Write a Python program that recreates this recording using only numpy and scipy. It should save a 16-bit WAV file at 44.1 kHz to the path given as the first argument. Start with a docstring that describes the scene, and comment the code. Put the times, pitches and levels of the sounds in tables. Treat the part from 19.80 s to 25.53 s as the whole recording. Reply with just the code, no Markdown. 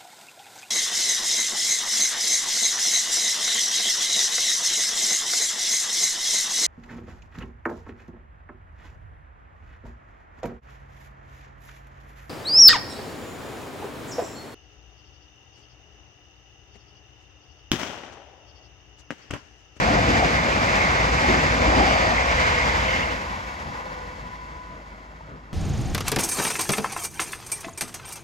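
"""Electric train passing a platform end

Rough wheels on rails, a few metres off: wheels ring and hiss, rails roar, bogies rumble and knock
over the points, coach bodies drone. After the last coach the level falls quickly; a thin whine
and a few far clacks linger over the receding roll and distant traffic."""
import sys
import numpy as np
from scipy import signal
from scipy.fft import rfft, irfft
from scipy.io import wavfile
from scipy.ndimage import uniform_filter1d

SR = 44100
rng = np.random.default_rng(int(sys.argv[2]) if len(sys.argv) > 2 else 0)


def generate_wav(signal):
    """Clip the signal to [-1, 1] and save it as 16-bit WAV at the path in sys.argv[1]."""
    frames = np.transpose(np.atleast_2d(signal))
    scaled = np.clip(frames, -1, 1) * 32767
    pcm = np.round(scaled).astype(np.int16)
    wavfile.write(sys.argv[1], SR, pcm)


N = 252693
TIME = np.arange(N) / SR
FREQ = np.maximum(np.arange(N // 2 + 1) * SR / N, 1)

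# Stereo image by frequency, top treble centred: freq_hz, coherence, left_lead_rad, left_minus_right_db
NEAR_IMAGE = [(100, 0.99, 0.2, 0.2), (300, 0.95, 0.8, 0.0), (500, 0.92, 1.7, 4.5), (680, 0.81, 1.2, 3.6),
              (1000, 0.8, 2.1, 2.4), (1550, 0.72, 2.9, -3.2), (2100, 0.71, 5.1, -1.3),
              (3000, 0.62, 7.4, 0.2), (3900, 0.13, 8.0, 0.6), (4700, 0.69, 6.7, 0.6),
              (5600, 0.18, 5.7, -0.3), (6800, 0.71, 6.5, -0.7), (9000, 0.7, 3.2, 0.0), (10600, 0.7, 0, 0)]
FAR_IMAGE = [(100, 0.98, 0, 0.3), (330, 0.96, 0.8, 0.4), (480, 0.66, 0.4, 8.0), (620, 0.75, 0.6, 2.7),
             (850, 0.8, 1.7, 3.7), (1200, 0.81, 2.5, 0.1), (1550, 0.75, 2.4, -2.2), (1850, 0.24, 3.9, 0.6),
             (2500, 0.46, 6.3, 2.7), (3800, 0.7, 6.4, 2.6), (5600, 0.48, 6.4, 2.9), (6800, 0.73, 6.5, -0.5),
             (9000, 0.7, 3.2, 0.0), (10600, 0.7, 0, 0)]


def train(tail_s=3.07, crossfade_s=0.25, load_db=0.79, chatter_db=-0.02):
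    """Close roll until the last coach passes, then a fading distant one; passing bogies swell both."""
    # Rolling noise spectra: freq_hz, relative_density_db
    near_colour = [(60, -3.5), (110, -1), (255, -2), (415, -12), (510, -5.5), (800, -1.5), (1400, -10),
                   (2150, -9.5), (3000, -19), (4000, -21), (6300, -26.5), (8000, -36.5), (9500, -72),
                   (12000, -51)]
    far_colour = [(60, 19), (100, -5.5), (170, -4.5), (400, -10.5), (620, -11.5), (900, -8), (1330, -17),
                  (2000, -7), (2450, -20.5), (3700, -23.5), (6600, -31), (8000, -35.5), (9500, -59.5),
                  (12000, -43.5)]
    # Wheel and rail resonances and dips: centre_hz, width_hz, lift_db
    near_modes = [(511, 170, 8), (641.6, 8.5, 8.5), (1020, 550, 5), (1340, 61, -2), (1560, 100, 2.5),
                  (1850, 130, 3.5), (2060, 48, 1), (2350, 220, 2.5), (2980, 340, 1.5), (3560, 210, 1),
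                  (4870, 98, 5), (5650, 90, 3), (10240, 2100, 23.5)]
    far_modes = [(404, 49, -10), (1020, 140, 6), (1190, 230, 3.5), (1463, 64, 9), (2257, 63, 7.5),
                 (2470, 90, -3), (2640, 290, 7), (3280, 180, 4), (5000, 1900, 4), (6600, 400, 4),
                 (10300, 2200, 14.5)]
    # Rows for body, bogies, rails, wheels: near_db, far_db, fade_db_per_s, swell_lead_s, swell_sigma_s
    parts = [(-31.5, -41.5, 2.5, 0.14, 0.11), (-29, -35.5, 9, 0.1, 0.23), (-25.5, -33.5, 7, 0, 0.2),
             (-24.5, -33.5, 8.5, 0, 0.1)]
    # Coach ends passing, lastly a far rough spot: time_s, body_db, bogie_db, rail_db, wheel_db
    swells = [(.41, 3, 4, -1, 1.5), (.98, -3.5, 0, 1, 2), (1.52, 5, 0, -0.5, 2), (2.06, 8, 2, 2, 2),
              (2.659, 3.5, -5, -1.9, 1.5), (3.09, 3, -1.5, -0.5, 1.1), (4.02, -9, -1, 3.5, 0.5)]
    near = rolling(near_colour, near_modes, NEAR_IMAGE, boom_hz=57, boom_width_hz=59)
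    far = rolling(far_colour, far_modes, FAR_IMAGE, boom_hz=49.6, boom_width_hz=14)
    near[0] = coach_drone(near[0], power_share=0.49, note_hz=56.7)
    far[0] = coach_drone(far[0], power_share=0.83, note_hz=51.0)
    gone = .5 + .5 * np.tanh((TIME - tail_s) / crossfade_s)
    behind_s = np.maximum(TIME - tail_s, 0)
    times_s, *lifts = np.transpose(swells)
    bounce_db = load_db * walk(26.0)  # bouncing axles load all contacts together
    out = 0
    for close, distant, lifts_db, part in zip(near, far, lifts, parts):
        near_db, far_db, fade_db_per_s, lead_s, sigma_s = part
        roll = close * np.sqrt(1 - gone) * undb(near_db)
        roll += distant * np.sqrt(gone) * undb(far_db - fade_db_per_s * behind_s)
        swell_db = sum(db * swell(at_s - lead_s, sigma_s) for at_s, db in zip(times_s, lifts_db))
        out = out + roll * undb(swell_db + bounce_db + chatter_db * walk(49))
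    return out


def rolling(colour, modes, image, boom_hz, boom_width_hz):
    """Roughness shakes coach bodies, bogies, rails and wheels: four bands, each at rms 1."""
    # Band edges: body_top_hz, bogie_top_hz, rail_top_hz
    edges_hz = [80, 400, 1300]
    body_top_hz, bogie_top_hz, rail_top_hz = edges_hz
    lift_db = sum(db * resonance(hz, width_hz) ** 2 for hz, width_hz, db in modes)
    push = roughness(image)
    roll = push * undb(spectra(colour)[0] + lift_db)
    body = push * resonance(boom_hz, boom_width_hz) * highpass(46, order=6) * lowpass(body_top_hz)
    bogies = roll * highpass(body_top_hz) * lowpass(bogie_top_hz)
    rails = roll * highpass(bogie_top_hz) * lowpass(rail_top_hz)
    wheels = roll * highpass(rail_top_hz)
    return np.array([unit(irfft(part, N)) for part in (body, bogies, rails, wheels)])


def coach_drone(boom, power_share, note_hz, waver=0.0363, sway_db=0.5):
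    """Coach bodies drone on one low, unsteady note within their boom."""
    hz = note_hz * (1 + waver * walk(15.0))
    drone = unit(np.sin(2 * np.pi * np.cumsum(hz) / SR) * undb(sway_db * walk(7.0)))
    return sustain(np.sqrt(1 - power_share) * boom + np.sqrt(power_share) * drone, over_s=0.18)


def ringing(mach=.04, flare_db=3.0):
    """Passing bogies ring, Doppler-sliding down; a faint low-mid bump comes after the train has gone."""
    # Resonances by name: centre_hz, width_hz
    modes = {"body": (136, 140), "frame": (325, 290), "hum": (480, 38), "rail": (507, 29),
             "motor": (710, 310), "high rail": (983, 260), "wheel": (2112, 300), "high wheel": (2330, 330),
             "flange": (2920, 520), "whistle": (4760, 380)}
    # Bogie rings, lastly the faint bump: peak_s, mode_name, sigma_s, level_db
    events = [(0.103, "motor", 0.094, -27), (0.263, "hum", 0.217, -36.5), (0.302, "whistle", 0.16, -49),
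              (0.407, "motor", 0.0855, -23.5), (.42, "high wheel", .11, -35), (.57, "wheel", .04, -30),
              (.9, "wheel", 0.034, -29), (.98, "high wheel", 0.11, -32), (1.043, "wheel", 0.055, -26.5),
              (1.185, "wheel", 0.0295, -27.5), (1.469, "wheel", 0.062, -27.5),
              (1.581, "high wheel", .11, -42), (1.692, "wheel", 0.051, -31), (1.542, "frame", 0.047, -25.5),
              (1.937, "high rail", 0.056, -31), (1.971, "frame", 0.086, -27),
              (2.063, "motor", 0.1625, -25.5), (2.094, "flange", .09, -34), (2.099, "whistle", 0.15, -38.5),
              (2.163, "wheel", 0.099, -33), (2.393, "wheel", 0.0285, -25), (2.569, "wheel", .1, -27.5),
              (2.641, "rail", 0.247, -35.5), (2.661, "flange", 0.16, -38.5), (2.694, "body", 0.257, -36),
              (2.752, "high rail", 0.41, -30.5), (2.806, "wheel", .1, -27.5), (3.131, "wheel", .11, -28.5),
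              (3.136, "flange", 0.13, -35.5), (3.166, "rail", 0.135, -36.5),
              (3.501, "high rail", 0.036, -31), (3.896, "body", 0.039, -35.5),
              (4.156, "rail", 0.188, -44.5), (4.43, "body", 0.152, -46), (5.557, "frame", 0.058, -54.5)]
    out = 0
    for at_s, name, sigma_s, db in events:
        hz, width_hz = modes[name]
        ring = irfft(roughness(NEAR_IMAGE) * resonance(hz, width_hz) ** 2, N)
        ring = sustain(ring * undb(flare_db * walk(15.6)), over_s=0.11)  # bogies flare on rough rail
        emitted_s = TIME - mach * np.hypot(sigma_s, TIME - at_s)
        shifted = np.array([np.interp(emitted_s, TIME, channel) for channel in ring])
        out = out + shifted * swell(at_s, sigma_s) * undb(db)
    return out


def knocks(rise_s=.011, waver=.06):
    """Wheels jolt over the points; each jolt starts a rough, quickly damped ring in the bogie."""
    # Frame thuds and higher clanks: start_s, pitch_hz, peak_db
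    jolts = [(0.059, 725, -19), (.102, 293, -23), (0.167, 709, -19), (.284, 306, -23), (.35, 685, -20.5),
             (.421, 740, -20.5), (1.438, 803, -19.5), (1.482, 358, -19.5), (1.502, 246, -19),
             (1.532, 816, -21.5), (1.56, 265.6, -26), (1.873, 305, -22.5), (1.943, 840, -20.5),
             (1.966, 285, -21), (2.012, 365, -22), (1.996, 763, -19.5), (2.063, 755, -16.5),
             (2.108, 580, -22), (2.152, 732, -25), (2.245, 648, -21), (2.305, 715, -20.5)]
    paths = np.zeros((3, N))  # direct, scattered left, scattered right
    for path in paths:
        warped_s = np.cumsum(1 + waver * walk(90)) / SR
        for at_s, hz, db in jolts:
            age = np.maximum(TIME - at_s, 0) / rise_s
            live = (age > 0) & (age < 10)
            envelope = age[live] * np.exp(1 - age[live])
            path[live] += np.sin(2 * np.pi * hz * warped_s[live]) * envelope * undb(db)
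    heard = rfft(paths)
    return irfft(arrive(heard[0], heard[1:], NEAR_IMAGE), N)


def whine(pitch_hz=500.5, start_s=3.62, stop_s=4.93, attack_s=.33, release_s=.08):
    """A rough, flat tone, carried back by several paths, steadies and breaks off into an echo."""
    # Harmonics: pitch_multiple, relative_db
    partials = [(1, -25), (2, 0), (3, -15), (4, -14)]
    stop_db, recede_db_per_s = -43.4, 4.0
    echo_db, echo_fade_db_per_s, scatter_db = -13, 17, -3
    settle_at_s, settle_s = 4.58, .22
    waver_rough, waver_steady, flatness = .01, .0038, .006  # fractions of the pitch
    flutter_hz, flutter_depth, flicker_db = 11, .7, 2.0
    attack = np.clip((TIME - start_s) / attack_s, 0, 1)
    after_s = np.maximum(TIME - stop_s, 0)
    release = np.maximum(1 - after_s / release_s, undb(echo_db - echo_fade_db_per_s * after_s))
    rough = .5 - .5 * np.tanh((TIME - settle_at_s) / settle_s)
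    waver = waver_steady + (waver_rough - waver_steady) * rough
    hz = pitch_hz * (1 - flatness * rough)
    paths = np.zeros((3, N))  # direct, scattered left, scattered right
    for path in paths:
        for multiple, partial_db in partials:
            phase = 2 * np.pi * np.cumsum(multiple * hz * (1 + waver * walk(30.7))) / SR
            path += unit(np.sin(phase) * undb(flicker_db * walk(26))) * undb(partial_db)
    flutter_phase = 2 * np.pi * flutter_hz * np.cumsum(1 + .3 * walk(6)) / SR
    flutter = 1 - flutter_depth * rough * (.5 + .5 * np.sin(flutter_phase))
    level_db = stop_db + recede_db_per_s * np.maximum(stop_s - TIME, 0)
    heard = rfft(paths * attack * release * flutter * undb(level_db))
    return irfft(arrive(heard[0], heard[1:] * undb(scatter_db), FAR_IMAGE), N)


def far_clacks(t60_s=.035):
    """Small knocks far down the line, each a short damped ring."""
    # Distant knocks: start_s, pitch_hz, level_db
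    clacks = [(5.0, 830, -38), (5.335, 800, -38), (5.408, 900, -30.5), (5.558, 470, -35)]
    rings = 0
    for at_s, hz, db in clacks:
        age_s = np.maximum(TIME - at_s, 0)
        decay = np.exp(-np.log(1000) * age_s / t60_s)
        rings = rings + np.sin(2 * np.pi * hz * age_s) * decay * undb(db)
    return irfft(arrive(rfft(rings), 0, FAR_IMAGE), N)


def traffic(level_db=-48.5, wander_db=-3.0):
    """Distant town traffic, masked until the train is far away."""
    # Traffic spectrum: freq_hz, relative_density_db
    colour = [(60, -15), (100, 0), (160, 6.5), (400, -4.5), (670, -2), (800, -39), (1200, -2.5),
              (2500, -21), (5000, -41), (9000, -76)]
    hum = irfft(roughness(FAR_IMAGE) * undb(spectra(colour)[0]), N)
    return unit(hum) * undb(level_db + wander_db * walk(5.4))


def roughness(image):
    """Stereo spectra of a random push, as of rough wheels on rails."""
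    noise = rfft(rng.standard_normal((3, N)))
    return arrive(noise[0], noise[1:], image)


def arrive(direct, scattered, image):
    """Left and right spectra: direct and scattered sound mixed and placed by the stereo image."""
    coherence, lead_rad, balance_db = spectra(image)
    sides = np.array([[.5], [-.5]])
    shade = undb(sides * balance_db)
    pair = np.sqrt(coherence) * direct * np.exp(1j * sides * lead_rad)
    pair += np.sqrt(1 - coherence) * scattered
    return pair * shade / np.sqrt(np.mean(shade ** 2, axis=0))


def spectra(table):
    """Table columns interpolated over log frequency."""
    hz, *columns = np.transpose(table)
    return [np.interp(np.log(FREQ), np.log(hz), column) for column in columns]


def resonance(hz, width_hz):
    """Resonance gain, 1 at the centre."""
    return 1 / np.sqrt(1 + (2 * (FREQ - hz) / width_hz) ** 2)


def highpass(hz, order=8):
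    """Butterworth high-pass gain."""
    return 1 / np.sqrt(1 + (hz / FREQ) ** (2 * order))


def lowpass(hz, order=8):
    """Butterworth low-pass gain."""
    return 1 / np.sqrt(1 + (FREQ / hz) ** (2 * order))


def walk(rate_hz):
    """Smooth random wander, rms 1."""
    return unit(irfft(rfft(rng.standard_normal(N)) * np.exp(-(FREQ / rate_hz) ** 2), N))


def swell(at_s, sigma_s):
    """Gaussian envelope, 1 at its peak."""
    return np.exp(-((TIME - at_s) / sigma_s) ** 2 / 2)


def sustain(stereo, over_s):
    """Hold rms at 1, keeping only flicker quicker than over_s."""
    power = uniform_filter1d(np.mean(stereo ** 2, axis=0), int(over_s * SR))
    return stereo / np.sqrt(power)


def undb(db):
    """Decibels to gain."""
    return 10 ** (np.asarray(db) / 20)


def unit(x):
    """Scale to rms 1."""
    return x / np.sqrt(np.mean(x ** 2))


def scene():
    """The train over distant traffic, in stereo."""
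    return train() + ringing() + knocks() + whine() + far_clacks() + traffic()


def record(dry):
    """The phone cuts the top treble."""
    cutoff_hz = 12150
    return signal.sosfilt(signal.ellip(8, .2, 70, cutoff_hz, fs=SR, output="sos"), dry)


dry = scene()
out = record(dry)
generate_wav(out)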